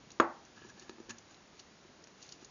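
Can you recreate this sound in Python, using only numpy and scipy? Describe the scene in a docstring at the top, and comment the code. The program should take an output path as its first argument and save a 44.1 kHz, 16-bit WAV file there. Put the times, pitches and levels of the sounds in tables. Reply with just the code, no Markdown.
"""A sharp metal snap, close by: the lid of a brass pocket watch shuts over a wooden table in a quiet room.
The catch cracks, the case rings and the room answers. Fingers bump and rub the case, and the bow
scrapes round in its hinge in tiny slips that sometimes stick and squeak. The watch and its chain
give faint, uneven metal ticks over a steady hiss."""
import sys
import numpy as np
from scipy import signal
from scipy.fft import rfft, irfft
from scipy.io import wavfile

SR = 44100
rng = np.random.default_rng(int(sys.argv[2]) if len(sys.argv) > 2 else 0)


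def pcm_store(signal):
    """Save signal as 16-bit PCM."""
    levels = np.round(np.clip(np.atleast_2d(signal), -1, 1) * 32767)
    wavfile.write(sys.argv[1], SR, levels.astype(np.int16).T)


N = 110250
TIME = np.arange(N) / SR

# the lid hits and settles (time [s], level [dB])
LID_HITS = [(0.1998, 1), (0.2025, 2.5), (0.2043, -4), (0.21, -23)]
# ring of the closed case in the hand (pitch [Hz], level [dB], t60 [s])
CASE_MODES = [(258, -27, 0.081), (348, -20.5, 0.035), (472, -21.5, 0.016), (635, -28.5, 0.039),
              (1060, -23, 0.022), (1254, -14.5, 0.026), (1316, -26, 0.17), (1600, -32, 0.049),
              (2020, -47, 0.074), (2330, -41, 0.035), (3160, -39.5, 0.02), (5250, -47.5, 0.0071),
              (6650, -35.5, 0.0074)]
SNAP_S = LID_HITS[0][0]


def lid_snap():
    """The lid cracks over its catch and seats in a few quick hits that ring the case."""
    crack_db, crack_decay_s = -41.5, 0.0074
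    age = TIME - SNAP_S
    grit = rng.standard_normal(N) * (age > 0) * np.exp(-np.abs(age) / crack_decay_s)
    crack = from_db(crack_db) * band_pass(grit, low_hz=3100, high_hz=7400)
    force = sum(from_db(db) * click(s) for s, db in LID_HITS)
    return body(force, CASE_MODES) + crack


# sustain after the snap (pitch [Hz], level [dB], t60 [s])
SUSTAIN_MODES = [(114.3, -45.5, 0.4), (338.3, -29, 0.24), (880, -51, 0.41), (1193, -40.5, 0.12),
                 (6670, -49, 0.09)]
# low ring of the watch shifting in the hand (pitch [Hz], level [dB], t60 [s])
SHIFT_MODES = [(109, -48, 0.37), (230.7, -46, 0.22)]


def lingering_rings():
    """The watch rings on after the snap, and again when it shifts as the bow turns."""
    rings = body(click(SNAP_S), SUSTAIN_MODES) + body(click(s=1.098), SHIFT_MODES)
    return low_cut(rings, hz=175)


# finger bumps (time [s], level [dB], brightness [Hz])
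BUMPS = [(0.618, -49, 1500), (0.649, -44, 600), (0.777, -48.5, 1200), (0.823, -48, 1200),
         (0.8955, -37.5, 6000), (0.93, -50, 500), (0.984, -46.5, 1540), (1.002, -36.5, 403),
         (1.025, -51, 593), (1.088, -45.5, 600), (1.85, -51.5, 710), (2.426, -45, 596)]
# dull body of a bump (pitch [Hz], level [dB], t60 [s])
BUMP_MODES = [(103, -12, 0.19), (234, -15.5, 0.25), (351, 4, 0.026), (435, -10.5, 0.014), (927, -4, 0.011),
              (1270, -7.5, 0.022), (1695, -6.5, 0.015), (2500, 1.5, 0.0033)]


def finger_bumps():
    """Soft fingertips knock on the hand-damped case."""
    force = sum(from_db(db) * soften(click(s), hz) for s, db, hz in BUMPS)
    return body(force, BUMP_MODES)


# hard touches on the rim (time [s], level [dB])
RIM_TOUCHES = [(0.1045, -27), (1.0992, -19), (1.1125, -21), (2.0723, -25)]


def rim_clicks():
    """Hard contacts on the held rim give dry midrange clicks with no ring."""
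    force = sum(from_db(db) * click(s) for s, db in RIM_TOUCHES)
    return band_pass(force, low_hz=630, high_hz=3000)


# ticks of watch and chain (time [s], level [dB], colour centre [Hz])
TICKS = [(0.104, -42.5, 4400), (0.1158, -39.5, 6100), (0.45, -49, 5630), (0.700, -51.5, 6600),
         (0.795, -43.5, 5850), (0.8935, -41.5, 4770), (1, -52.5, 6700), (1.0933, -41, 6700),
         (1.1053, -39.5, 6500), (1.183, -41, 6530), (1.344, -46.5, 4560), (1.593, -44, 4700),
         (1.5965, -39.5, 4670), (2.0396, -44.5, 5800), (2.0715, -50.5, 5700), (2.226, -38, 5240),
         (2.2902, -41.5, 5150), (2.322, -36.5, 4950), (2.446, -40.5, 6160)]
# bright ring of the small brass parts (pitch [Hz], level [dB], t60 [s])
BRASS_MODES = [(2810, 0.5, 0.0092), (3645, -4.5, 0.0089), (4040, -6, 0.018), (4495, -6, .017),
               (4780, -11.5, .018), (5240, -8, 0.013), (5740, -4, 0.013), (6240, 0, 0.0062),
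               (6780, -7, 0.02)]


def metal_ticks():
    """Small parts touch and chatter in tiny bounces, favouring the modes near each tick's colour."""
    width_oct, chatter_decay_s, chatter_db = 0.53, 0.0039, -16
    forces = np.zeros((len(BRASS_MODES), N))
    mode_hz = np.array(BRASS_MODES)[:, 0]
    age = TIME[:SR // 40]
    for s, db, hz in TICKS:
        contact = from_db(chatter_db) * rng.standard_normal(len(age)) * np.exp(-age / chatter_decay_s)
        contact[0] = 1  # the attack, ahead of the chatter
        contact /= np.linalg.norm(contact)
        weights = from_db(db) / (1 + (np.log2(mode_hz / hz) / width_oct) ** 2)
        start = int(s * SR)
        forces[:, start:start + len(age)] += np.outer(weights, contact)[:, :N - start]
    return sum((-1) ** k * from_db(db) * ring(forces[k], hz, t60)
               for k, (hz, db, t60) in enumerate(BRASS_MODES))


# skin and metal slide on the case (peak time [s], half length [s], level [dB], ring [Hz], treble [dB])
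RUBS = [(0.576, 0.018, -63.5, 1670, -2), (0.621, 0.013, -66, 1720, -9), (0.657, 0.016, -67, 1720, 3),
        (0.697, 0.0086, -62.5, 1610, 2), (0.778, 0.0085, -69, 1720, 2), (0.822, 0.022, -64, 1724, 2),
        (0.9, 0.027, -73, 1720, 3), (1.1042, 0.007, -49, 1730, 4.5), (1.315, 0.025, -74, 1600, 9.5),
        (1.59, 0.023, -74, 1680, 9.5), (2.24, 0.034, -76, 1630, 17.5), (2.319, 0.025, -76, 1670, 16),
        (2.424, 0.02, -77, 1650, 15.5)]


def rubs():
    """Dense tiny slips swell and fade, exciting one clear ring, the case and the small brass parts."""
    slips_per_s, slip_spread_db, ring_t60_s = 2000, 0.5, 0.028
    rasp_db, body_db = -1, 1.5
    slips = (rng.random(N) < slips_per_s / SR) * rng.choice([-1, 1], N)
    slips = slips * from_db(slip_spread_db * rng.standard_normal(N))
    jerks = np.diff(slips, prepend=0)
    rasp = from_db(rasp_db) * rms_one(band_pass(slips, low_hz=2000, high_hz=7600))
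    bright = rms_one(rms_one(body(jerks, BRASS_MODES)) + rasp)
    dull = from_db(body_db) * rms_one(body(jerks, BUMP_MODES))
    slides = np.zeros(N)
    for s, half_s, db, hz, treble_db in RUBS:
        clear = rms_one(ring(slips, hz, ring_t60_s))
        slides += swell(s, half_s, db) * (clear + dull + from_db(treble_db) * bright)
    return slides


# tiny squeaks (peak time [s], half length [s], level [dB], pitch [Hz])
SQUEAKS = [(0.703, 0.0043, -52, 1674), (0.785, 0.0056, -60.5, 1734), (1.119, 0.0045, -49, 1735)]


def squeaks():
    """The case sings a brief pure tone where a slide sticks."""
    return sum(swell(s, half_s, db) * np.sin(2 * np.pi * hz * TIME) for s, half_s, db, hz in SQUEAKS)


# grip changes (peak time [s], half length [s], level [dB])
GRIP_CHANGES = [(0.09, 0.11, -66), (0.65, 0.076, -63.5)]


def hand_rumble():
    """The hands change grip with a soft low rumble."""
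    rumble = rms_one(band_pass(rng.standard_normal(N), low_hz=91, high_hz=234))
    return sum(swell(*change) for change in GRIP_CHANGES) * rumble


# colour and length of the reverb (frequency [Hz], level [dB], t60 [s])
ROOM_TAIL = [(101.6, -15.5, 0.18), (247, 0, 0.25), (350, -5, 0.26), (480, -0.5, 0.34), (680, -3.5, 0.32),
             (900, 1, 0.4), (1200, -4, 0.26), (1970, -5, 0.34), (3270, -11, 0.15), (6500, -8, 0.17)]


def room_reverb(send):
    """Reflections merge into a diffuse tail that builds quickly and dies band by band."""
    return_db, predelay_s, build_s = -3.5, 0.0069, 0.00078
    age = np.maximum(TIME[:SR // 2] - predelay_s, 0)
    onset = 1 - np.exp(-age / build_s)
    white = rfft(rng.standard_normal(len(age)))
    hz = np.fft.rfftfreq(len(age), 1 / SR)
    edges_hz = np.geomspace(70, 8000, 19)
    tail = np.zeros(len(age))
    for low, high in zip(edges_hz, edges_hz[1:]):
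        centre = np.sqrt(low * high)
        decay = from_db(-60 * age / at_hz(ROOM_TAIL, centre, column=2))
        band = irfft(white * (hz >= low) * (hz < high), len(age)) * onset * decay
        band *= np.sqrt(2 * (high - low) / SR) / np.linalg.norm(band)  # unity gain within the band
        tail += from_db(at_hz(ROOM_TAIL, centre)) * band
    return from_db(return_db) * signal.fftconvolve(send, tail)[:N]


# EQ curve of the noise bed (frequency [Hz], relative level [dB])
HISS_EQ = [(15, -47), (30, -11.5), (55, -6), (100, -4.5), (190, -1), (270, -1), (360, -1.5), (500, -5.5),
           (800, -7), (1500, -10), (2800, -14), (6900, -15), (9000, -22)]


def hiss(level_db=-59.5):
    """A steady bed of room rumble and microphone hiss."""
    colour = from_db(at_hz(HISS_EQ, np.fft.rfftfreq(N, 1 / SR)))
    white = rfft(rng.standard_normal(N))
    return from_db(level_db) * rms_one(irfft(white * colour, N))


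def from_db(db):
    """Decibels to gain."""
    return 10 ** (np.asarray(db) / 20)


def rms_one(x):
    """Scale to rms 1."""
    return x / np.sqrt(np.mean(x ** 2) + 1e-20)


def at_hz(points, hz, column=1):
    """Read a column of a table on a log-frequency axis."""
    table = np.array(points)
    return np.interp(np.log(hz + 1e-9), np.log(table[:, 0]), table[:, column])


def click(s):
    """A unit impulse at a time in seconds."""
    return np.maximum(0, 1 - np.abs(TIME - s) * SR)


def swell(s, half_s, db):
    """A bell-shaped fade in and out."""
    return from_db(db) * np.exp(-.5 * ((TIME - s) / half_s) ** 2)


def ring(force, hz, t60):
    """One mode: a unit click starts a decaying sine of height 1."""
    radius, angle = from_db(-60 / (t60 * SR)), 2 * np.pi * hz / SR
    return signal.lfilter([0, np.sin(angle)], [1, -2 * radius * np.cos(angle), radius ** 2], force + 1e-18)


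def body(force, modes):
    """Modes ring in parallel."""
    return sum(from_db(db) * ring(force, hz, t60) for hz, db, t60 in modes)


def soften(force, hz):
    """A soft contact loses its treble."""
    pole = np.exp(-2 * np.pi * hz / SR)
    return signal.lfilter([1 - pole], [1, -pole], force + 1e-18)


def band_pass(x, low_hz, high_hz):
    """Keep a broad band."""
    return signal.sosfilt(signal.butter(2, [low_hz, high_hz], "band", fs=SR, output="sos"), x + 1e-18)


def low_cut(x, hz):
    """Roll off the bass."""
    return signal.sosfilt(signal.butter(2, hz, "high", fs=SR, output="sos"), x)


def scene():
    """The watch up front, the room behind it and the noise bed underneath, in mono."""
    bass_edge_hz = 296  # the small case radiates little below this
    lid_send_db, spread_send_db = -11, 18
    handling_send_db = -2.5  # the hands shield the small sounds from the room
    lid = low_cut(lid_snap(), bass_edge_hz)
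    handling = low_cut(finger_bumps() + rim_clicks() + metal_ticks() + rubs() + squeaks(), bass_edge_hz)
    spread = band_pass(click(SNAP_S), low_hz=270, high_hz=1360)  # the snap's mids go in all directions
    send = from_db(spread_send_db) * spread + from_db(lid_send_db) * lid
    send += from_db(handling_send_db) * handling
    return (lid + handling + lingering_rings() + room_reverb(send) + hand_rumble() + hiss())[None]


def record(dry):
    """A narrow-band recorder cuts the top off steeply."""
    cutoff_hz = 7180
    return signal.sosfilt(signal.cheby2(24, 45, cutoff_hz, fs=SR, output="sos"), dry)


dry = scene()
out = record(dry)
pcm_store(out)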